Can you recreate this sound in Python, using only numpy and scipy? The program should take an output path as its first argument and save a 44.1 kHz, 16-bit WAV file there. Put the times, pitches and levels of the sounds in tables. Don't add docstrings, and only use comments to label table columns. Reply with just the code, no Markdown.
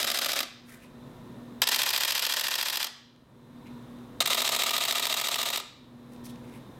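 import sys
import numpy as np
from scipy import signal
from scipy.fft import rfft, irfft, next_fast_len
from scipy.io import wavfile
from scipy.ndimage import uniform_filter1d, minimum_filter1d, map_coordinates

SR = 44100
rng = np.random.default_rng(int(sys.argv[2]) if len(sys.argv) > 2 else 0)


def digitize_waveform(pressure):
    field = np.atleast_2d(pressure).T
    bounded = np.clip(field, -1, 1)
    quanta = np.round(bounded * 32767).astype(np.int16)
    wavfile.write(sys.argv[1], SR, quanta)


N = 299439
FRAME_S = 0.07222


def amp(db):
    return 10 ** (np.asarray(db) / 20)


def unit(x):
    return x / np.sqrt(np.mean(x ** 2) + 1e-20)


def along(points, hz):
    freqs, values = np.transpose(points)
    return np.interp(np.log(hz + 1), np.log(freqs + 1), values)


def add(track, s, sound):
    start = round(s * SR)
    a, b = max(start, 0), min(start + len(sound), len(track))
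    if b > a:
        track[a:b] += sound[a - start:b - start]


def wobble(rate):
    values = rng.standard_normal(int(N * rate / SR) + 4)
    return map_coordinates(values, [np.arange(N) * rate / SR])


def filtered(x, gain):
    size = next_fast_len(len(x) + SR // 4)
    return irfft(rfft(x, size) * gain(np.fft.rfftfreq(size, 1 / SR)), size)[:len(x)]


def coloured(x, tone):
    return unit(filtered(x, lambda hz: amp(along(tone, hz))))


def ring(level_db, size=2048):
    cepstrum = irfft(np.log(amp(level_db(np.fft.rfftfreq(size, 1 / SR))) + 1e-6))
    cepstrum[1:size // 2] *= 2
    cepstrum[size // 2 + 1:] = 0
    response = irfft(np.exp(rfft(cepstrum)))
    return response / np.linalg.norm(response)


def crack(t60, size=1024):
    fade = 10 ** (-3 * np.arange(size) / SR / t60)
    phases = np.angle(rfft(rng.standard_normal(size) * fade))
    rattle = irfft(np.exp(1j * phases)) * np.sqrt(fade)
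    return rattle / np.linalg.norm(rattle)


def room(x, wet_db=-7.5, gap_s=.005, build_s=0.0061):
    # f/Hz, t/s
    fade_times = [(200, 0.29), (1000, 0.46), (3500, 0.57), (6000, 0.48), (10000, 0.27), (16000, 0.5)]
    # f/Hz, level/dB
    echo_tone = [(300, 3.5), (1500, -1.5), (3200, -3.5), (4800, -3.5), (6500, -3.5), (9500, -2),
                 (13000, -15), (16000, -20)]
    hz, t, noise = signal.stft(rng.standard_normal(int(SR * .8)), SR, nperseg=256)
    fade = 10 ** (-3 * t / along(fade_times, hz)[:, None])
    build = 1 - np.exp(-t / build_s)
    _, tail = signal.istft(noise * fade * build, SR, nperseg=256)
    tail = np.pad(tail, (int(gap_s * SR), 0))
    tail = filtered(tail / np.linalg.norm(tail), lambda hz: amp(wet_db + along(echo_tone, hz)))
    return signal.fftconvolve(x, tail)[:N]


def fan(rumble_db=-49, hiss_db=-57.5, waver_db=2.5, drift_rad=0.19):
    # f/Hz, level/dB
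    motor_tones = [(119.5, -57.5), (139, -60), (241, -49.5), (280, -64.5), (360.7, -65.5), (489.9, -64.5),
                   (958, -72), (1814, -73.5), (3628, -81.5), (3677, -81), (4032, -76.5)]
    # f/Hz, relative level/dB
    rumble_tone = [(20, -24.5), (50, -9.5), (80, -14), (105, -8.5), (130, -3.5), (175, -8), (205, -7),
                   (235, -2), (310, -9.5), (400, -12.5), (490, -14.5), (600, -14.5), (900, -25),
                   (1300, -66.5)]
    hiss_tone = [(530, -28), (850, -8.5), (1000, -3.5), (1200, -9.5), (1600, -14), (1900, -16.5),
                 (2500, -20.5), (3200, -20.5), (3700, -15.5), (4100, -23), (4500, -25), (7000, -29.5),
                 (14500, -31), (16000, -35.5)]
    t = np.arange(N) / SR
    hum = np.zeros(N)
    for hz, db in motor_tones:
        strength = amp(db + waver_db * wobble(7)) * np.sqrt(2)
        hum += strength * np.sin(2 * np.pi * hz * t + drift_rad * wobble(8.2))
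    rumble = amp(rumble_db) * coloured(rng.standard_normal(N), rumble_tone)
    hiss = amp(hiss_db) * coloured(rng.standard_normal(N), hiss_tone)
    return hum + rumble + hiss


def hands(flutter_db=2.5, creak_width_hz=900):
    # middle t/s, half length/s, relative level/dB, creak over skin/dB, creak f/Hz
    rubs = [(0.718, 0.12, -46, 0, 1820), (0.836, 0.077, -55.5, 3, 2490), (3.673, 0.037, -65, 10, 2430),
            (6.132, 0.054, -59, -8, 2486), (6.259, 0.037, -47.5, -14, 5640), (6.3, .04, -54, -2, 3500),
            (6.473, 0.1, -64, 3, 2200), (6.554, 0.074, -58, 0.5, 2300)]
    # t/s, relative level/dB
    ticks = [(1.115, -62), (1.364, -62.5), (3.162, -48), (3.672, -53), (3.987, -60), (6.162, -53),
             (6.266, -51), (6.358, -50), (6.497, -57)]
    # f/Hz, relative level/dB
    skin_tone = [(300, -24), (1500, -10), (4000, -3.5), (7000, -3.5), (11000, -1), (16000, -9)]
    tick_tone = [(300, -14), (2500, 6), (5500, -3.5), (9000, -11.5), (16000, -24.5)]
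    t = np.arange(N) / SR
    friction = amp(flutter_db * wobble(300)) * rng.standard_normal(N)
    skin = coloured(friction, skin_tone)
    out = np.zeros(N)
    for middle, half_length, db, creak_db, creak_hz in rubs:
        sliding = np.abs(t - middle) < half_length
        swell = np.cos(np.pi / 2 * (t[sliding] - middle) / half_length) ** 4
        band = lambda hz: 1 / (1 + (2 * (hz - creak_hz) / creak_width_hz) ** 2)
        creak = unit(filtered(friction[sliding], band))
        out[sliding] += amp(db - 3.5) * swell * (skin[sliding] + amp(creak_db) * creak)
    tick = ring(lambda hz: along(tick_tone, hz))
    for s, db in ticks:
        add(out, s, amp(db + 19) * np.convolve(crack(t60=.015), tick))
    return out + room(out, wet_db=-5.0)


def gears(starts, level_db=-25, rise_s=0.0022, hold_s=.022, fall_s=0.0025):
    # f/Hz, relative level/dB
    gear_tone = [(300, 2), (4500, 0), (9000, 1.5), (16000, -8)]
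    t = np.arange(int(FRAME_S * SR)) / SR
    swell = amp(level_db) * np.interp(t, np.cumsum([0, rise_s, hold_s, fall_s]), [0, 1, 1, 0])
    teeth = rng.laplace(size=len(t))
    track = np.zeros(N)
    for s in starts:
        add(track, s, swell * coloured(teeth + rng.laplace(size=len(t)), gear_tone))
    return track


def contact(knock_db, sizzle_db, knock_hz=1300, sizzle_hz=9000):
    bass = lambda hz: knock_db / (1 + (hz / knock_hz) ** 4)
    treble = lambda hz: sizzle_db / (1 + (sizzle_hz / (hz + 1)) ** 4)
    tone = ring(lambda hz: bass(hz) + treble(hz), size=256)
    return np.convolve(crack(t60=0.0092) + crack(t60=0.041), tone)


def bounces(stroke, count=4, flight_s=.0019, shrink=.95, more_knock_db=1.5, less_sizzle_db=2):
    s, db, knock_db, sizzle_db, loss_db = stroke
    for k in range(count):
        yield s, db - loss_db * k, knock_db + more_knock_db * k, sizzle_db - less_sizzle_db * k
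        s += flight_s * shrink ** k


def mechanism(first, frames, jitter_s=0.00008, scatter_db=1.0, loose_db=-6):
    # mirror flies up, hits its stop, winding lever, its spring,
    # first curtain, second curtain, mirror drops, lands, drive takes up slack, latch.
    # t/s, relative level/dB, knock/dB, sizzle/dB, loss per bounce/dB
    strokes = [(.0013, -0.5, -4.5, 2.5, 8.5), (.0046, -6.5, 6.5, -6, 3.5), (.0122, -9, 1, 0.5, 3.5),
               (.0194, -14, -2.5, 8, 3.5), (0.026, -6.5, 2, -1, 3), (0.0294, 1.5, -4, -0.5, 6.5),
               (0.043, 0.5, -5, 8.5, 7.5), (0.0444, -1, 3, 3.5, 2.5), (0.0607, -14.5, 1, 2, 3.5),
               (.0690, -6.5, 2, -2.5, 4)]
    lift_s = 0.025
    wait_s, from_rest_db = 0.0273, 1.5
    track = np.zeros(N)
    starts = first + FRAME_S * np.arange(frames)
    lifts = starts - wait_s * (starts == first)
    for stroke in strokes:
        times = lifts if stroke[0] < lift_s else starts
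        kicks_db = from_rest_db * (times < first)
        for delay, db, knock_db, sizzle_db in bounces(stroke):
            repeated = contact(knock_db, sizzle_db)
            for s, kick_db, (late, force) in zip(times, kicks_db, rng.standard_normal((frames, 2))):
                hit = repeated + amp(loose_db) * contact(knock_db, sizzle_db)
                strength = amp(db + kick_db + scatter_db * force)
                add(track, s + delay + jitter_s * late, strength * hit)
    return track + gears(lifts)


def camera(level_db=4, echo_peak_depth=.6):
    # start t/s, number of frames
    bursts = [(-0.1445, 8), (1.6446, 17), (4.2306, 19)]
    # relative level/dB, drift/(dB per s)
    burst_levels = [(-1.5, 2.5), (1.8, 0.33), (-3, 1.2)]
    # f/Hz, relative level/dB
    back = [(150, -27), (250, -13), (444, -12), (686, -6.5), (831, -9), (1040, -12), (1180, -3), (2440, -3),
            (3770, 0), (4260, -3.5), (4990, -5), (6040, -6.5), (9490, -13), (12800, -6), (16000, -22)]
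    top = [(150, -55.5), (250, -28.5), (292, -18.5), (576, -10), (775, -9.5), (938, -5.5), (1330, -6),
           (1880, -0.5), (2160, -6), (3280, -0.5), (4900, -3.5), (5830, -6), (10000, -13), (12800, -10),
           (16000, -26.5)]
    side = [(150, -39.5), (250, -20.5), (414, -16.5), (607, -9.5), (1080, -8.5), (1220, -4), (1580, -14),
            (1950, -4), (2530, -8), (3710, -1.5), (6040, -10.5), (7980, -8.5), (9830, -16.5), (14200, -10),
            (16000, -28)]
    # f/Hz, width/Hz, boost from back/dB, top/dB, side/dB
    resonances = [(586, 97, 6.5, 3, 4), (688, 110, 5.5, -0.5, 5), (950, 85, 2, 1, 2),
                  (1237, 140, 2.5, -0.5, 5.5), (1650, 160, 2, -0.5, 3), (2030, 85, 4.5, 0.5, -0.5),
                  (2410, 140, -1.5, 5.5, 2.5), (2750, 210, 0.5, 4, 5.5), (3240, 120, 1, 3.5, 2.5),
                  (3830, 400, 4, 3.5, 4.5), (4965, 500, 7.5, 5, 1), (8100, 1700, 2, 2.5, 0),
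                  (13200, 2000, 1, 6.5, -1.5), (15500, 1800, 2.5, 5.5, 3.5)]
    t = np.arange(N) / SR
    out = np.zeros(N)
    for face, tone in enumerate([back, top, side]):
        first, frames = bursts[face]
        burst_db, drift = burst_levels[face]
        elapsed = np.clip(t - first, 0, frames * FRAME_S)
        hits = amp(level_db + burst_db + drift * elapsed) * mechanism(first, frames)

        def peaks_db(hz):
            return sum(boosts[face] / (1 + (2 * (hz - centre) / width) ** 2)
                       for centre, width, *boosts in resonances)

        def body(peak_depth):
            response = ring(lambda hz: along(tone, hz) + peak_depth * peaks_db(hz))
            return signal.fftconvolve(hits, response)[:N]

        out += body(1) + room(body(echo_peak_depth))
    return out


def scene():
    mono = camera() + hands() + fan()
    return np.array([mono, mono])


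def gain_control(x, ceiling_db=-20.0, target_db=-32, attack_s=0.0047, start_db=-10.0):
    creep_db_per_s, recover_db_per_s = 4.0, 21
    block, hold_blocks = 64, 41
    step_s = block / SR
    power = np.abs(uniform_filter1d(x ** 2, 2 * block))[::block]
    levels_db = 10 * np.log10(power + 1e-12)
    recent_peaks_db = -minimum_filter1d(-levels_db, hold_blocks, origin=hold_blocks // 2)
    gain_db, gains_db = start_db, []
    for peak_db in recent_peaks_db:
        excess_db = max(peak_db + gain_db - ceiling_db, 0)
        gain_db -= excess_db * min(step_s / attack_s, 1)
        rate = -creep_db_per_s if peak_db + gain_db > target_db else recover_db_per_s
        gain_db = min(gain_db + step_s * rate, 0)
        gains_db.append(gain_db)
    return amp(np.interp(np.arange(N), block * np.arange(len(gains_db)), gains_db))


def record(dry, clip_level=.42, top_hz=16200):
    levelled = dry * gain_control(dry[0])
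    rounded = levelled / (1 + (levelled / clip_level) ** 6) ** (1 / 6)
    return np.array([filtered(channel, lambda hz: hz < top_hz) for channel in rounded])


dry = scene()
out = record(dry)
digitize_waveform(out)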